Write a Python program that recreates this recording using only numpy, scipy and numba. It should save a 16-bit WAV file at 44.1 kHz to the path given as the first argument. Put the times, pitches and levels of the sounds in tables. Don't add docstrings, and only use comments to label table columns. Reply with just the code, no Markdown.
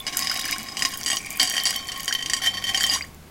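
import sys
import numpy as np
from scipy import signal
from scipy.fft import rfft, irfft
from scipy.io import wavfile
from scipy.ndimage import uniform_filter1d
from numba import njit

SR = 44100
rng = np.random.default_rng(int(sys.argv[2]) if len(sys.argv) > 2 else 0)


def voltage_ratio(level):
    return 10 ** (np.asarray(level, float) / 20)


def wav_out(sig):
    wavfile.write(sys.argv[1], SR, np.round(np.clip(np.atleast_2d(sig).T, -1, 1) * 32767).astype(np.int16))


N = 145530
TOP_HZ = 15900


def unit(x):
    return x / np.sqrt(np.mean(x ** 2))


def walk(rate_hz):
    hold = int(SR / rate_hz)
    steps = np.repeat(rng.standard_normal(N // hold + 1), hold)
    return unit(uniform_filter1d(uniform_filter1d(steps, hold), hold)[:N])


def colour(x, points):
    hz, db = np.array(points, float).T
    bin_hz = np.arange(N // 2 + 1) * SR / N
    return irfft(rfft(x) * voltage_ratio(np.interp(np.log(bin_hz + 1), np.log(hz), db)), N)


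def ring(x, hz, width_hz, wander=0):
    turn = np.exp(2j * np.pi * hz * np.cumsum(1 + wander + 0 * x) / SR)
    decay = np.exp(-np.pi * width_hz / SR)
    return (signal.lfilter([1], [1, -decay], x / turn) * turn).imag


def clicks(rate_hz, spread_db):
    chance, size, sign = rng.random((3, N))
    return unit((chance < rate_hz / SR) * voltage_ratio(-spread_db * np.log(size + 1 / 100)) * np.sign(sign - .5))


@njit
def grains(start, hz, cycles, glide, size, length):
    out = np.zeros(length)
    for k in range(len(start)):
        n, phase, a = cycles[k] * SR / hz[k], 0., size[k]
        fade = np.exp(-1 / n)
        for i in range(min(int(6 * n), length - start[k])):
            out[start[k] + i] += a * np.sin(phase) * min(1., 5 * i / n)
            phase += 2 * np.pi * min(hz[k] * (1 + glide[k] * i / n) / SR, .45)
            a *= fade
    return out


# start in
# seconds, peak in dB, spot (0 back to 2 front), skid in seconds.
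KNOCKS = [(0.0667, -13, 0.17, 0.027), (0.0784, -17, 0.082, 0.003), (0.1258, -21, 0.046, 0.014),
          (0.169, -18, 0.067, 0.01), (0.191, -19, 0.13, 0.017), (0.2234, -13.5, 0.067, 0.0061),
          (0.2711, -11, 0.067, 0.0033), (0.2967, -12.5, 0.065, 0.0047), (0.3147, -13.5, 0.2, 0.015),
          (0.4533, -15, 0.12, 0.013), (0.5277, -16, 0.085, 0.0099),
          (0.77, -14, 0.18, 0.011), (0.7931, -15, 1.2, 0.027), (0.8222, -6.5, 0.13, 0.013),
                 (0.8504, -6, 0.19, 0.012), (1.061, -11.5, 1.13, 0.02), (1.0796, -15.5, 1.06, 0.023),
                 (1.1014, -11.5, 0.97, 0.0096), (1.1164, -11, 0.97, 0.036), (1.1692, -12.5, 1.2, 0.0033),
                 (1.3971, -6, 0.9, 0.035), (1.415, -11, 0.55, 0.0036), (1.4294, -9, 0.81, 0.028),
                 (1.5387, -16.5, 1.26, 0.029), (1.5799, -12, 1.44, 0.018), (1.6377, -31, 2.2, 0.0071),
                 (1.6545, -8, 0.58, 0.018), (1.67, -11, 0.92, 0.018), (1.707, -13.5, 0.51, 0.0089),
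          (1.8867, -19, 6.4, 0.012), (1.9188, -17.5, 1.6, 0.0076), (2.0797, -13, 1.4, 0.016),
               (2.1256, -11, 1.67, 0.011), (2.15, -14, 2.1, 0.0051), (2.225, -19.5, 1.6, 0.0037),
               (2.2603, -14.5, 1.13, 0.0049), (2.2981, -11, 1.43, 0.0086), (2.3343, -8.5, 1.06, 0.014),
               (2.366, -19.5, 1, 0.025), (2.417, -8, 2.1, 0.041), (2.459, -5, 1.9, 0.023),
               (2.5404, -17, 2.5, 0.013), (2.5709, -14, 2.03, 0.0098), (2.669, -13.5, 1.87, 0.018),
               (2.746, -7, 1.96, 0.0092), (2.7744, -11.5, 0.93, 0.0076), (2.8008, -7, 0.88, 0.033),
               (2.8388, -5, 2.2, 0.011),
          (2.901, -16.5, 0.72, 0.056),
    (2.9297, -13.5, 0.95, 0.032),
]
# start in seconds, peak in dB.
TAPS = [(0.2098, -18.5), (0.2428, -14), (0.355, -16.5), (0.392, -11), (0.4835, -14.5), (0.5192, -11.5),
        (0.6861, -20.5), (0.7195, -25.5), (0.9363, -21), (1, -34), (1.031, -31), (1.2612, -26.5),
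        (1.4527, -17), (1.4739, -14.5), (1.492, -18.5), (1.5068, -17), (1.5669, -10.5), (1.691, -18),
        (1.7592, -17), (1.96, -24), (1.9968, -18), (2.0328, -21.5), (2.1869, -21), (2.2064, -24),
        (2.6407, -11.5), (2.6912, -12)]


def pebble_contacts(t):
    s, db, spot, slide_s = np.array(KNOCKS, float).T
    tap_s, tap_db = np.array(TAPS, float).T
    skid_spot, tap_spot = np.interp(t, s, spot), np.interp(tap_s, s, spot)
    s, db = np.r_[s, tap_s], np.r_[db, tap_db - 2.5]
    spot, slide_s = np.r_[spot, tap_spot], np.r_[slide_s, 0.011 + 0 * tap_s]
    return s, db, spot, slide_s, skid_spot


def skid_push(t, skid_db, s, db, slide_s):
    push = voltage_ratio(skid_db - 6.5)
    for start, level_db, hold_s in zip(s, db, np.clip(slide_s, 1e-3, .1)):
        attack = np.clip((t - start) / 0.0044, 0, 1)
        push = push + voltage_ratio(level_db - 12.5) * attack * np.exp(-(np.abs(t - start) / hold_s) ** 2)
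    return push


# Hz, width in Hz, level in dB.
SPOT_BACK = [(1930, 260, -5.5), (2876, 52, -8.5), (3850, 29, -8), (5025, 46, 2), (6040, 81, -6.5),
             (7160, 84, -14), (8000, 88, -16.5)]
# Hz, width in Hz, level in dB.
SPOT_MIDDLE = [(1884, 80, -1), (2900, 78, -2.5), (3138, 47, -1), (4616, 36, 1.5), (4840, 86, -1),
               (5750, 30, -3), (6554, 58, -1), (7180, 200, -3.5), (7990, 70, -2.5), (9230, 24, -12.5),
               (10050, 98, -9.5)]
# Hz, width in Hz, level in dB.
SPOT_FRONT = [(1894, 78, 0.5), (3114, 43, 6.5), (4511, 48, -0.5), (5473, 64, -4.5), (6040, 31, -7.5),
              (6980, 69, -8), (10170, 270, -23), (9660, 36, -18), (11300, 80, -16), (14000, 100, -16)]
# Hz, width in Hz, level in dB.
FLEX = [(265.5, 56, -9.5), (749, 116, -5.5), (1087, 26, -1.5), (2194, 135, -0.5)]


def dish_modes(skid, patter, push, skid_spot, at, tick_db, spot):
    knock_db, scatter_db = 2.5, 3
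    chance = rng.standard_normal((len(at), 48))
    out, k = np.zeros(N), 0
    for place, modes in enumerate((SPOT_BACK, SPOT_MIDDLE, SPOT_FRONT, FLEX)):
        if place < 3:
            skid_share, knock_share = (
                np.sqrt(np.clip(1 - abs(np.clip(p, 0, 2) - place), 0, 1)) for p in (skid_spot, spot))
        else:
            skid_share, knock_share = (np.mean(push) / push) ** 0.43, 0.3
        for hz, width_hz, mode_db in modes:
            drive = skid * voltage_ratio(3.02 * walk(18)) + patter * voltage_ratio(scatter_db * rng.standard_normal(N))
            drive = drive * 0.14 * skid_share
            knock = voltage_ratio(tick_db + knock_db + scatter_db * chance[:, k]) * np.sign(chance[:, k - 1])
            drive[at] += knock_share * knock
            mode = np.gradient(ring(drive, hz, width_hz, 0.0038 * walk(9))) / np.sin(2 * np.pi * hz / SR)
            out += voltage_ratio(mode_db - 29) * np.sqrt(width_hz) * mode
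            k += 1
    return out


# start in seconds, peak in dB, Hz.
CLINKS = [
    (0.0034, -25.5, 3480),
    (2.8976, -11, 4840),
    (3.023, -23.5, 4790),
]


def clinks():
    out = np.zeros(N)
    for s, db, hz in CLINKS:
        out += voltage_ratio(db) * ring(1. * (np.arange(N) == int(s * SR)), hz, 43)
    return out


# Hz, level in dB.
CLATTER_COLOUR = [(600, -18), (2500, -3), (5000, 0), (9000, -9), (16000, -22)]


def clatter(hit_power):
    t60_s = 0.12
    power = signal.lfilter([1], [1, -1e-6 ** (1 / (t60_s * SR))], hit_power)
    return voltage_ratio(-21.5) * np.sqrt(np.abs(power)) * unit(colour(rng.standard_normal(N), CLATTER_COLOUR))


def fine_modes(t, drive):
    count, t60_s = 70, .05
    u = t[:SR // 10]
    pitch, phase, decay = rng.random((count, 3)).T[:, :, None]
    modes = np.sin(2 * np.pi * (TOP_HZ * pitch * u + phase)) * voltage_ratio(-60 * u / (t60_s * (.5 + decay)))
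    kernel = modes.sum(0)
    fine = signal.fftconvolve(drive, kernel / np.sqrt(np.sum(kernel ** 2)))[:N]
    return voltage_ratio(-8.5) * colour(fine, CLATTER_COLOUR)


def dish(t, skid_db):
    flooded_s, tick_db_per_s = 2.4, -150
    s, db, spot, slide_s, skid_spot = pebble_contacts(t)
    at = (s * SR).astype(int)
    push = skid_push(t, skid_db, s, db, slide_s)
    skid = clicks(1300, 3.5) * push * voltage_ratio(walk(60))
    patter = clicks(200, 2) * voltage_ratio(skid_db - 5.5)
    tick_db = db + tick_db_per_s * slide_s * np.where(s > flooded_s, 3, .6)
    hit_power = np.zeros(N)
    hit_power[at] = voltage_ratio(tick_db) ** 2
    out = dish_modes(skid, patter, push, skid_spot, at, tick_db, spot) + clinks() + clatter(hit_power)
    return out + fine_modes(t, skid + patter + 5 * np.sqrt(hit_power))


def swarm(rate_hz, low_hz, high_hz, cycles, glide, spread_db):
    when, pitch, length, size = rng.random((int(rate_hz * N / SR), 4)).T
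    return unit(grains((when * N).astype(np.int64), low_hz * (high_hz / low_hz) ** pitch,
                       cycles * (.5 + length), glide + 0 * when,
                       voltage_ratio(-spread_db * np.log(size + 1 / 50)), N))


# start in seconds, peak in dB, Hz.
SNAPS = [(0.1705, -5.5, 8660), (0.1914, -10, 8820), (0.2857, -31, 12100), (0.3144, -18, 9660),
         (0.3426, -17.5, 12500), (0.3739, -17, 10000), (0.395, -17, 10700), (0.414, -20, 10400),
         (0.454, -16.5, 12000), (0.478, -23, 10200), (0.5111, -13.5, 10300), (0.5822, -19.5, 9450),
         (0.6303, -21, 10500), (0.79, -25, 8500), (0.803, -29, 10200), (0.8884, -25, 13700),
         (0.974, -13.5, 12400), (1.1618, -18, 10400), (1.186, -27, 9170), (1.2271, -34, 14800),
         (1.2615, -22, 9180), (1.3049, -14.5, 11200), (1.3278, -22, 12900), (1.357, -27, 12500),
         (1.3725, -15, 15700), (1.3911, -26, 10200), (1.43, -11, 9180), (1.497, -14.5, 11100),
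         (1.524, -19, 14000), (1.6212, -56, 14900), (1.6362, -14.5, 11100), (1.6681, -25, 10200),
         (1.7062, -13, 11540), (1.7619, -15, 11400), (1.881, -25, 9900), (1.9765, -21.5, 13300),
         (2.0052, -19, 12000), (2.0308, -20, 11100), (2.046, -20, 11200), (2.0572, -20, 9200),
         (2.139, -20, 13200), (2.6404, -26, 9980), (2.832, -13.5, 9500), (2.8664, -14, 9520),
         (3.1448, -34.5, 10800)]


def snaps():
    spread_s, cycles = .002, 3
    s, db, hz = np.array(SNAPS, float).T[:, :, None]
    delay, pitch, size = rng.random((len(s), 3, 5)).transpose(1, 0, 2)
    start = ((s + spread_s * delay ** 2) * SR).astype(np.int64)
    ring_hz = np.clip(hz * 1.64 ** (2 * pitch - 1), 4e3, 16e3)
    level = voltage_ratio(db + 1 - 2.5 * size)
    flat = 0 * delay.ravel()
    rings = grains(start.ravel(), ring_hz.ravel(), cycles + flat, flat, level.ravel(), N)
    puff = np.zeros(N)
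    puff[(s * SR).astype(int)] = voltage_ratio(db - 14)
    hiss = unit(colour(rng.standard_normal(N), [(2500, -40), (7000, 2), (16000, 4)]))
    return rings + hiss * signal.lfilter([1], [1, -np.exp(-1 / (0.0046 * SR))], puff)


# start in seconds, peak in dB, nominal Hz (the chirp starts at 0.85 of it).
BUBBLES = [(0.313, -15, 1600), (0.577, -28, 240), (0.49, -13, 1900), (0.526, -6.5, 2500), (0.41, -12, 4100),
           (0.458, -15, 1900), (2.258, -32, 2500), (1.4145, -7, 5100), (1.4, 0.5, 4900), (1.6, -6, 5200),
           (2.109, -12, 1790), (2.807, -10, 1880), (2.959, -15.5, 1150), (3.009, -10, 2400),
           (3.041, -22, 2100)]


def large_bubbles():
    s, db, hz = np.array(BUBBLES, float).T
    return grains((s * SR).astype(np.int64), .85 * hz, 7.4 + 0 * s, 0.103 + 0 * s, voltage_ratio(db - 6.0), N)


# time in seconds, level in dB.
GURGLE = [
    (1.17, -73),
    (1.2, -42.5),
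    (1.38, -38.5),
    (1.41, -77),
]


def gurgle(t):
    pocket_hz = 2394
    level_db = np.interp(t, *np.array(GURGLE).T)
    return swarm(170, 0.95 * pocket_hz, 1.01 * pocket_hz, 7.4, 0.0091, .6) * voltage_ratio(level_db)


def water(t, flow_db, spray_db):
    fizz_hz = 2600
    spray = swarm(260, 5150, 18800, 3.0, 0.078, 3.5) * voltage_ratio(spray_db - 7.5 + walk(16.3))
    fizz = swarm(150, fizz_hz / 2, fizz_hz * 2, 5, 0.06, 3) * voltage_ratio(flow_db - 13)
    return spray + fizz + snaps() + large_bubbles() + gurgle(t)


# time in seconds, pebble skid level in dB, spray level in dB.
SKID = [(0, -47, -31), (0.048, -43, -60), (.18, -28, -28.5), (.53, -26.5, -62), (0.601, -33.5, -36),
        (0.758, -38.5, -49), (0.899, -31, -31.5), (1.202, -46, -34.5), (1.38, -37, -39), (1.5, -31, -36),
        (1.76, -27, -55), (1.819, -36.5, -41), (2.45, -37.5, -67), (2.949, -24, -54), (3.0, -38.5, -40),
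        (3.3, -113, -83)]


def pour(t):
    s, skid_db, spray_db = np.array(SKID, float).T
    skid_db, spray_db = np.interp(t, s, skid_db), np.interp(t, s, spray_db)
    return dish(t, skid_db) + water(t, skid_db, spray_db)


def room_echo(t, near):
    t60_s = .16
    u = t[:SR // 2]
    echo = rng.standard_normal((2, len(u))) * 0.0015 ** (u / t60_s) * (u > .003)
    return [signal.fftconvolve(near, e / np.sqrt(np.sum(e ** 2)))[:N] for e in echo]


# time in seconds, Hz, level in dB.
ENGINE = [
    (2.399, 84.7, -110),
    (2.45, 88.9, -50.5),
    (2.6, 99.6, -48.5),
    (2.901, 95.7, -49.5),
    (3.02, 80.6, -49),
    (3.3, 74.9, -50),
]


def engine(t):
    s, hz, db = np.array(ENGINE, float).T
    phase = 2 * np.pi * np.cumsum(np.interp(t, s, hz) * (1 + 0.015 * walk(13))) / SR
    level = voltage_ratio(np.interp(t, s, db, left=-80) + 3)
    return level * (np.sin(phase) + voltage_ratio(-4.5) * np.sin(2 * phase))


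# Hz, level in dB per Hz.
ROOM = [(20, -3.5), (45, -2), (70, -6.5), (220, -5.5), (500, -13), (3000, -25), (16000, -31.5)]


def room_noise():
    return unit(colour(rng.standard_normal(N), ROOM)) * voltage_ratio(-44.5 + .5 * walk(4.2))


def background(t):
    return engine(t) + room_noise()


def scene():
    t = np.arange(N) / SR
    near = pour(t)
    wet_mid, wet_side = room_echo(t, near)
    mid = near + voltage_ratio(-13) * wet_mid + background(t)
    side = voltage_ratio(-38.5) * wet_side + voltage_ratio(-32) * background(t)
    return np.array([mid + side, mid - side])


def band_limit(x):
    return signal.sosfilt(signal.butter(12, 16820, fs=SR, output="sos"), x)


def record(dry):
    low_pass = signal.cheby1(10, 1, TOP_HZ, fs=SR, output="sos")
    mix = signal.sosfilt(low_pass, dry)
    return band_limit(mix)


dry = scene()
out = record(dry)
wav_out(out)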